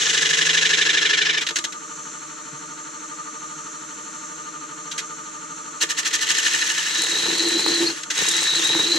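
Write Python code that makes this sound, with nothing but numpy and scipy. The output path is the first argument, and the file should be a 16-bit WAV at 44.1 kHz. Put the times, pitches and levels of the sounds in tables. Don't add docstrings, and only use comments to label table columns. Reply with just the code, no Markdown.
import sys
import numpy as np
from scipy import signal
from scipy.fft import rfft, irfft, next_fast_len
from scipy.io import wavfile
from scipy.ndimage import uniform_filter1d, map_coordinates

SR = 44100
rng = np.random.default_rng(int(sys.argv[2]) if len(sys.argv) > 2 else 0)


def dump(signal):
    limited = np.clip(np.atleast_2d(signal).T, -1, 1)
    pcm = np.round(limited * 32767).astype(np.int16)
    wavfile.write(sys.argv[1], SR, pcm)


N = 396018
TURN = 3527
TIME = np.arange(N) / SR

# frequency in Hz, likeness from 0 to 1, left lead in radians,
# left over right in dB.
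MIC_PORTS = [(60, .6, 0, -3), (170, .65, 0, -2), (345, .88, 0, 0), (520, .75, .2, 0), (860, .4, -.5, 0),
             (1200, .25, 0, 0), (1720, .9, 1.25, 1), (2240, .15, 1.5, 4), (2900, .75, -.6, -2),
             (3700, .92, 0, 0), (4500, .8, 0, 1), (5200, .62, .1, -1), (6200, .5, 0, 1.5),
             (7200, .25, 0, 0), (8600, .2, -2.6, -2.5), (10300, .2, -2.8, -1), (12000, .6, 0, 0)]

# level in dB, throb in dB, loudest point in seconds into the turn, left lead in
DRIVE_TONES = [(-63, 1.5, 0.00041, 1, 0.13), (-53.5, -3, 0.023, -1.73, .1),
               (-51.5, 12.5, 0.043, 0.69, 0.18), (-56, 3.5, 0.079, 1, 0.17), (-57, 15, 0.1, 1, 0.21),
               (-52, 13, 0.075, 1, 0.32), (-58.5, 6, 0.007, 1, 4.2), (-53, 16, 0.06, 1, 0.92),
               (-67, 2, 0.09, 1, 1.6), (-61, 1, 0.057, 0, 2.8), (-58, 4, 0.076, 0, 4.9),
               (-63.5, -3, 0.11, 1, .5), (-58.5, 4.5, 0.087, 1, 0.44)]
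TONE_ORDERS = [12, 23, 25, 36, 48, 72, 89.5, 114, 120, 331, 347, 143, 145]

# time in seconds, level in dB.
WHINE_LEVEL = [(0, -39.5), (1.2, -45), (1.6, -38), (2.3, -45.5), (3.3, -37), (3.9, -45.5), (4.5, -38.5),
               (6.3, -40.5), (7.1, -48), (8.98, -44)]
LIGHT_LEVEL = [(0, -33), (.3, -32), (.6, -30.5), (1.3, -32), (1.35, -35), (1.4, -37), (1.44, -50),
               (1.46, -63)]
HEAVY_STROKES = [
    [(5.803, -25.5), (5.88, -34.5), (6.03, -27.5), (6.45, -24), (6.92, -26.5), (7.02, -27), (7.88, -27),
     (7.94, -36.5), (8, -39), (8.045, -39)],
    [(8.12, -39), (8.155, -28), (8.185, -23.5), (8.3, -26.5), (8.98, -26.5)],
]

# frequency in Hz, relative density in dB.
RUMBLE_COLOUR = [(110, -28), (150, -4), (250, -11), (310, -4), (390, -16), (470, -8), (540, -18.5),
                 (790, -18), (1020, -11), (1260, 1), (1600, -9.5), (3580, -17), (4230, -14.5), (5200, -35),
                 (6760, -58)]
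BEARING_COLOUR = [(2940, -66), (5000, -13.5), (5220, -14.5), (6170, -0.5), (7170, -2), (8410, -11),
                  (10600, -29.5), (12800, -38), (15300, -35)]
TOUCH_COLOUR = [(500, -41), (850, -24), (1700, -2), (2300, -2.5), (3500, -1), (5500, -8.5), (7150, -17),
                (12100, -120)]
LIGHT_COLOUR = [(410, -35), (700, -20), (1010, -22), (1270, -23), (1760, -6.5), (1940, -11), (2930, -8),
                (5500, -17.5), (7150, -15.5), (12100, -120)]
HEAVY_COLOUR = [(470, -54), (800, -15), (896, -14), (1590, -6.5), (1790, 6), (2040, -3.5), (2840, 1),
                (5500, -8.5), (7150, -33), (12100, -120)]
SHAVINGS_COLOUR = [(2710, -25), (4600, -8), (4690, -11), (6540, 0.5), (7050, -5), (7800, -4.5), (8500, -11),
                   (10700, -21), (14000, -28.5), (15300, -35)]
SPIT_COLOUR = [(1500, -36), (3000, -14), (5000, -2.5), (7500, 4.5), (10000, -5.5), (13000, -24.5),
               (15300, -26)]

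# frequency in Hz, width in Hz, relative gain in dB.
BEARING_MODES = [(5840, 73, 0.5), (6370, 30, 8.5), (7140, 110, 4), (7390, 82, 3)]
CUT_MODES = [(1072, 17, 11.5), (1515, 250, 6.5), (1732, 450, -2), (1984, 94, 4), (2153, 21, 10),
             (2450, 93, 3), (2817, 360, 1.5), (3245, 117, 4.5), (3490, 97, 0), (3914, 310, 7.5),
             (4364, 33, 1.5), (5160, 630, 4)]
LIGHT_BED_MODES = [(164.5, 24, -3.5), (327, 52, -4), (420, 60, -1.5)]
HEAVY_BED_MODES = [(164, 6.2, -5), (337.5, 33, 0.5), (440, 73, -4), (910, 39, -0.5)]
BOWL_MODES = [(338, 36, 14)]
TEAR_MODES = [(80, 42, 7), (157, 110, 2), (443, 107, 9), (874, 240, 7), (1340, 490, -7)]

# seconds into the turn, hardness in dB.
LIGHT_GRAIN = [(.003, 4), (.011, 8.5), (.018, 15), (.029, 14), (.04, 6), (.047, 3), (.054, 12), (.063, 15),
               (.074, 14)]
HEAVY_GRAIN = [(.006, 4), (.014, -6.5), (.026, -3), (.033, 6.5), (.042, -1.5), (.05, -1), (.058, 6),
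               (.07, 11), (.078, 11)]
# seconds into the turn, pitch in Hz, relative level in dB,
# length in seconds, growth in dB a second.
LIGHT_FIBRES = [(.0155, 1750, 8, .005, 7), (.019, 2975, 9, .004, 0), (.0245, 3590, 9, .005, 1),
                (.022, 2390, 2, .005, 12), (.028, 1810, 3, .004, 4), (.07, 1740, 5, .013, 3),
                (.067, 5300, 3, .004, 0), (.056, 3000, 2, .005, -4), (.071, 3550, 3, .005, -2),
                (.037, 2320, -7, .007, 17), (.031, 3300, 3, .004, -4)]
HEAVY_FIBRES = [(.056, 4220, 5, .008, -5), (.068, 1770, 5, .007, 12), (.076, 2950, 2, .005, 10),
                (.005, 1800, 2, .005, -14), (.037, 1800, -1, .005, 10), (.032, 3050, -1, .0035, 14)]
# time in seconds, share from 0 to 1.
SURFACE_KEPT = [(0, .65), (.35, .92), (.9, .97), (1.1, .85), (1.3, .3), (5.8, .5), (6.4, .68), (6.8, .55),
                (7.05, .05), (8.98, .05)]

# start in seconds, strength in dB.
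KNOCKS = [(1.378, -33), (1.506, -19.5), (1.585, -30), (1.643, -27), (5.831, -22)]
SPITS = [(7.0166, -18), (7.036, -16), (7.064, -22), (7.3782, -19.5), (7.484, -18.5), (8.283, -12),
         (8.311, -15), (8.364, -19), (8.4099, -22), (8.431, -20), (8.6406, -19), (8.6718, -16)]
SQUEAL_SURGES = [(6.9935, -16), (7.016, -14), (7.1182, -14), (7.1536, -13), (7.3961, -15), (7.453, -13),
                 (7.5517, -15), (7.7186, -13), (7.7488, -14), (8.2781, -15), (8.3882, -14), (8.4302, -17),
                 (8.5145, -12), (8.6911, -13), (8.748, -14), (8.7869, -14), (8.8698, -15), (8.9186, -13),
                 (8.9446, -17)]
# pitch in Hz, relative level in dB, seconds to fall by 60 dB.
KNOCK_MODES = [(339, -3.5, .1), (446, -5, 0.052), (597, -3, 0.037), (930, -1, 0.03)]
# start in seconds, strength in dB, length in seconds.
TOUCHES = [(1.378, -16, 0.0066), (1.408, -19, 0.025), (1.465, -17.5, 0.014), (1.487, -17.5, 0.011),
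           (1.506, -22.5, 0.0086), (1.557, -15.5, 0.0082), (1.565, -19, 0.013), (1.584, -20.5, 0.011),
           (1.6392, -20.5, 0.0077), (1.6463, -22, 0.011), (1.7216, -30.5, 0.014), (4.912, -28.5, 0.017),
           (4.978, -23, 0.014), (4.988, -30, 0.019), (8.032, -26.5, 0.0088), (8.1, -19.5, 0.021)]
# centre in seconds, strength in dB, half-width in seconds.
DRUM_SWELLS = [(7, -33, 0.023), (7.132, -34, 0.076), (7.322, -23.5, 0.062), (7.445, -22.5, 0.039),
               (7.55, -23, 0.064), (7.696, -22.5, 0.055), (7.823, -20.5, 0.048), (7.89, -29, 0.053),
               (8.371, -38, 0.14), (8.64, -34, 0.1), (8.795, -25.5, 0.074), (8.96, -25, 0.079)]
# time in seconds, level in dB, pitch in Hz.
SQUEAL_STROKES = [
    [(6.75, -47, 3990), (6.94, -26, 3910), (7.2, -23.5, 3937), (7.45, -22, 4050), (7.62, -22.5, 4040),
     (7.76, -19, 4000), (7.83, -24.5, 3870), (7.87, -18, 4220), (7.915, -28, 4280)],
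    [(8.16, -39, 3980), (8.19, -25, 3894), (8.235, -33, 3700), (8.28, -24, 3810), (8.37, -22, 3900),
     (8.58, -19, 3930), (8.615, -32, 3400), (8.645, -21, 3836), (8.81, -19.5, 3894), (8.98, -22, 4060)],
]
# time in seconds, relative amplitude.
WHISTLE_SIZE = [(7.9, .55), (8.2, .8)]


def amp(db):
    return 10 ** (np.asarray(db) / 20)


def unit(x):
    return x / np.sqrt(np.mean(x ** 2) + 1e-20)


def along(points, hz, column=1):
    columns = np.transpose(points)
    return np.interp(np.log(hz + 1), np.log(columns[0] + 1), columns[column])


def curves(*tables):
    times, *columns = np.transpose(np.concatenate(tables))
    on = sum((TIME >= rows[0][0]) & (TIME <= rows[-1][0]) for rows in tables)
    gate = uniform_filter1d(np.clip(on, 0, 1.), size=300, mode="nearest")
    return [np.interp(TIME, times, column) for column in columns] + [gate]


def wobble(rate):
    return map_coordinates(rng.standard_normal(int(N * rate / SR) + 4), [TIME * rate])


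def bursts(rows, sharpness=4):
    envelope, t = np.zeros(N + SR), np.arange(SR // 10) / SR
    for start, db, length in rows:
        rise = 1 - np.exp(-sharpness * t / length)
        envelope[round(start * SR):][:len(t)] += amp(db) * rise * np.exp(-(t / length) ** 2)
    return envelope[:N]


def filtered(x, response):
    size = next_fast_len(N + 8192)
    return irfft(rfft(x, size) * response(np.fft.rfftfreq(size, 1 / SR)), size)[..., :N]


def ring(modes, hz):
    return sum(amp(db) * 1j * hz * width / (centre ** 2 - hz ** 2 + 1j * hz * width)
               for centre, width, db in modes)


def turned(fresh, keep):
    rows = fresh.copy()
    for k in range(1, len(rows)):
        rows[k] = keep[k] * rows[k - 1] + np.sqrt(1 - keep[k] ** 2) * fresh[k]
    return rows


def surface(kept, lumpy_db):
    turns = N // TURN + 1
    keep = np.clip(np.broadcast_to(kept, N)[::TURN], 0, .98)
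    lumps = uniform_filter1d(rng.standard_normal((turns, 1, TURN)), size=70, axis=2, mode="wrap")
    rough = turned(rng.standard_normal((turns, 2, TURN)), keep)
    rough *= amp(lumpy_db * turned(unit(lumps), keep))
    return unit(rough.transpose(1, 0, 2).reshape(2, -1)[:, :N])


def at_mic(pair, colour):
    def spread(hz):
        angle = np.arccos(np.clip(along(MIC_PORTS, hz), 0, 1)) / 2
        return colour(hz) * np.array([np.cos(angle), np.sin(angle)])

    def balance(hz):
        left = amp(along(MIC_PORTS, hz, column=3) / 2) * np.exp(.5j * along(MIC_PORTS, hz, column=2))
        return np.array([left, 1 / left])

    mid, side = filtered(pair, spread)
    both = filtered(np.array([mid + side, mid - side]), balance)
    return both / np.sqrt(np.mean(both.mean(0) ** 2))


def workshop(x, decay_s=.17):
    t = np.arange(SR // 4) / SR
    tail = rng.standard_normal((2, len(t))) * amp(-60 * t / decay_s) * (t > .003)
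    return signal.fftconvolve(x, tail / np.linalg.norm(tail[0]), axes=1)[:, :N]


def drive_tone(order, db, throb_db, loudest_s, lead, wander):
    angle = 2 * np.pi * np.arange(N) / TURN
    swell = 1 + np.tanh(throb_db * np.log(10) / 20) * np.cos(angle - 2 * np.pi * loudest_s * SR / TURN)
    phase = order * angle + wander * wobble(6) + rng.uniform(0, 2 * np.pi)
    return amp(db) * unit(swell * np.sin(phase + np.array([[lead / 2], [-lead / 2]])))


def drive():
    tones = sum(drive_tone(order, *row) for order, row in zip(TONE_ORDERS, DRIVE_TONES))
    whine_db = curves(WHINE_LEVEL)[0] + 1.2 * wobble(9)
    tones += drive_tone(order=97, db=whine_db, throb_db=13, loudest_s=.0062, lead=1.74, wander=1.53)
    swell = amp(2.5 * np.cos(2 * np.pi * (np.arange(N) - 2900) / TURN))
    rumble = at_mic(surface(.48, lumpy_db=1), lambda hz: amp(along(RUMBLE_COLOUR, hz)))
    rumble += (swell - 1) * filtered(rumble, lambda hz: .5 + .5 / (1 + (hz / 2000) ** 4))
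    hiss = at_mic(surface(0, lumpy_db=0),
                  lambda hz: amp(along(BEARING_COLOUR, hz)) * abs(1 + ring(BEARING_MODES, hz)))
    once_a_turn = (.5 + .5 * np.cos(2 * np.pi * (TIME - .075) * SR / TURN)) ** 2
    rub_gain = amp(-54 + 2.5 * wobble(5)) * once_a_turn
    rub = rub_gain * at_mic(surface(.81, lumpy_db=2), lambda hz: ring([(3000, 150, 0)], hz))
    t = np.clip(TIME - 2.525, 0, None)
    bump = amp(-33 - 60 * t / .11) * (1 - np.exp(-t / .0032)) * np.sin(2 * np.pi * 150 * t)
    hiss_db = -40 + .76 * wobble(3.93) + .15 * wobble(23)
    return tones + amp(-42.5) * rumble + amp(hiss_db) * hiss + rub + bump


def knocks():
    out, t = np.zeros(N), np.arange(SR // 5) / SR
    for start, db in KNOCKS:
        blow = sum(amp(db + mode_db + rng.normal(0, 2) - 60 * t / decay_s) * np.sin(2 * np.pi * hz * t)
                   for hz, mode_db, decay_s in KNOCK_MODES)
        out[round(start * SR):][:len(t)] += (1 - np.exp(-t / .0043)) * blow
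    return out


def grain(profile):
    seconds, db = np.transpose(profile)
    return np.interp(np.arange(N) % TURN / SR, seconds, db, period=TURN / SR)


def bite(at_s=6.95, takes_s=.11):
    return .5 + .5 * np.tanh((TIME - at_s) / takes_s)


def bed_shake(modes, hard_db):
    force = amp(hard_db) * surface(.904, lumpy_db=1)
    return at_mic(force, lambda hz: ring(modes, hz) * abs(ring(modes, hz)))


def fibres(rows, reference_s, vary_db, pitch_fall=.03):
    turn_s, out = TURN / SR, 0
    for at_s, hz, db, length, growth in rows:
        since = (TIME - at_s + turn_s / 2) % turn_s - turn_s / 2
        cycles = hz * since * (1 - pitch_fall * since / length / 2)
        level_db = db + growth * np.clip(TIME - reference_s, -1, 1) + vary_db * wobble(5.6)
        lead = np.array([[.5], [-.5]]) * along(MIC_PORTS, hz, column=2)
        phase = 2 * np.pi * cycles + 1.2 * wobble(2.56) + lead
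        out = out + amp(level_db) * np.exp(-(since / length) ** 2) * np.sin(phase)
    return out


def scrape(force, hiss_gain, colour, dull_hz, lumpy_db):
    kept = curves(SURFACE_KEPT)[0]
    wood = at_mic(surface(kept, lumpy_db), lambda hz: amp(along(colour, hz)))
    rung = filtered(force * wood, lambda hz: .35 + ring(CUT_MODES, hz) / 2)
    shavings = at_mic(surface(kept ** 4, lumpy_db),
                      lambda hz: amp(along(SHAVINGS_COLOUR, hz)) / np.sqrt(1 + (hz / dull_hz) ** 4))
    return rung + hiss_gain * shavings


def touches(clear_s=1.53):
    force = bursts(TOUCHES, sharpness=5)
    hiss_rows = [(start, db - 1.5 - 6 * (start < clear_s), length) for start, db, length in TOUCHES]
    jolt = filtered(force * rng.standard_normal(N), lambda hz: ring(HEAVY_BED_MODES, hz))
    graze = scrape(force, bursts(hiss_rows, sharpness=5), TOUCH_COLOUR, dull_hz=11900, lumpy_db=0)
    return graze + amp(2) * jolt


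def light_pass():
    level_db, on = curves(LIGHT_LEVEL)
    hard_db = grain(LIGHT_GRAIN)
    hard_db += .99 * np.exp(-TIME / .14) * (hard_db.mean() - hard_db)
    hard_db += .34 * np.clip(TIME - .9, 0, 1) * (hard_db - hard_db.max())
    gain = on * amp(level_db)
    hiss_gain = gain * amp(2.5 - 8 * TIME + .7 * hard_db)
    cut = scrape(gain * amp(hard_db), hiss_gain, LIGHT_COLOUR, dull_hz=6500, lumpy_db=1.8)
    rings = amp(8.5) * fibres(LIGHT_FIBRES, reference_s=.64, vary_db=1.2)
    bed = amp(-5) * bed_shake(LIGHT_BED_MODES, .87 * hard_db)
    return cut + gain * (rings + bed)


def heavy_pass(rounding_s=.67):
    level_db, on = curves(*HEAVY_STROKES)
    gain, depth, grain_db = on * amp(level_db), bite(), grain(HEAVY_GRAIN)
    since = np.clip(TIME - HEAVY_STROKES[0][0][0], 0, None)
    throb = .092 + .62 * np.exp(-(since / rounding_s) ** 2.1)
    low_side = .5 - .5 * np.tanh(5 * np.cos(2 * np.pi * (np.arange(N) / TURN - .91)) + 1)
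    missed_db = 40 * np.clip(throb - .45, 0, None) * low_side
    hard_db = throb * grain_db - missed_db + wobble(30)
    hiss_gain = gain * amp(-2 + .5 * depth + 1.26 * hard_db)
    cut = scrape(gain * amp(hard_db), hiss_gain, HEAVY_COLOUR, dull_hz=15800, lumpy_db=2.5)
    ring_gain = np.sqrt(throb) * (1 - depth) * amp(2.5 - missed_db)
    rings = ring_gain * fibres(HEAVY_FIBRES, reference_s=6.1, vary_db=2)
    bed = amp(-14.5 - 23 * depth) * bed_shake(HEAVY_BED_MODES, .71 * grain_db)
    return cut + gain * (rings + bed)


def spits(length_s=.0085):
    level_db, on = curves(*HEAVY_STROKES)
    fizz = on * bite() * amp(level_db - 12 + 5 * wobble(45))
    crackle = bursts([(start, db - 2.5, length_s) for start, db in SPITS])
    return (crackle + fizz) * at_mic(surface(0, lumpy_db=-3.5), lambda hz: amp(along(SPIT_COLOUR, hz)))


def bowl_drum(drone_hz=335):
    swells = sum(amp(db) * np.exp(-((TIME - centre) / width) ** 2) for centre, db, width in DRUM_SWELLS)
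    bowl = at_mic(surface(.066, lumpy_db=-1), lambda hz: ring(BOWL_MODES, hz))
    drone = np.sqrt(2) * np.sin(2 * np.pi * drone_hz * TIME + .93 * wobble(17))
    drum = swells * (.55 * bowl + amp(-3.5 + 1.8 * wobble(25)) * drone)
    tear = at_mic(surface(0, lumpy_db=8), lambda hz: ring(TEAR_MODES, hz))
    tear_gain = amp(curves(*HEAVY_STROKES)[0] - 10) + amp(-24.5) * swells
    on = curves(*SQUEAL_STROKES)[-1]
    return drum + on * bite() * tear_gain * tear


def tool_squeal(surge_s=.0052):
    level_db, pitch_hz, on = curves(*SQUEAL_STROKES)
    chatter = filtered(surface(0, lumpy_db=0),
                       lambda hz: 1 / (1 + (hz / 105) ** 2) + .42 / (1 + (hz / 300) ** 4))
    phase = 2 * np.pi * np.cumsum(pitch_hz + 35 * wobble(60)) / SR
    evening = np.sqrt(np.hypot(*chatter) + 1e-9)
    rasp = unit((chatter[0] * np.cos(phase) + chatter[1] * np.sin(phase)) / evening)
    whistle = curves(WHISTLE_SIZE)[0] * np.cos(phase)
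    main_mode = (.65 * rasp + whistle) * amp(2.5 * wobble(90))
    upper_db = 3.1 * wobble(12) - 2.7 * (TIME > HEAVY_STROKES[1][0][0])
    upper_mode = .55 * amp(upper_db) * unit(chatter[1]) * np.cos(1.075 * phase)
    surges = bursts([(start, db - 2, surge_s) for start, db in SQUEAL_SURGES]) * np.cos(phase)
    squeal = amp(level_db) * (main_mode + upper_mode) + surges
    side = .21 * amp(level_db) * unit(chatter[1] * np.cos(phase))
    return on * (squeal * amp([[.8], [-.8]]) + np.array([side, -side]))


def scene():
    cut = light_pass() + heavy_pass() + bowl_drum() + tool_squeal() + spits() + touches() + knocks()
    return cut + amp(-11) * workshop(cut) + drive()


def record(dry, smoothing_s=.12, threshold_db=-32, bass_cut_hz=120, top_hz=15400):
    hold = np.exp(-1 / (smoothing_s * SR))
    opening_power = np.mean(dry[:, :SR // 10] ** 2)
    power = signal.lfilter([1 - hold], [1, -hold], np.mean(dry ** 2, 0), zi=[opening_power * hold])[0]
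    over_db = np.clip(10 * np.log10(power + 1e-12) - threshold_db, 0, None)
    bass_cut = signal.butter(6, bass_cut_hz, "high", fs=SR, output="sos")
    eased = signal.sosfilt(bass_cut, dry * amp(-.15 * over_db))
    circuit = amp(-79) * at_mic(rng.standard_normal((2, N)), lambda hz: 1 / (1 + (hz / 110) ** 6))
    return filtered(eased + circuit, lambda hz: hz < top_hz)


dry = scene()
out = record(dry)
dump(out)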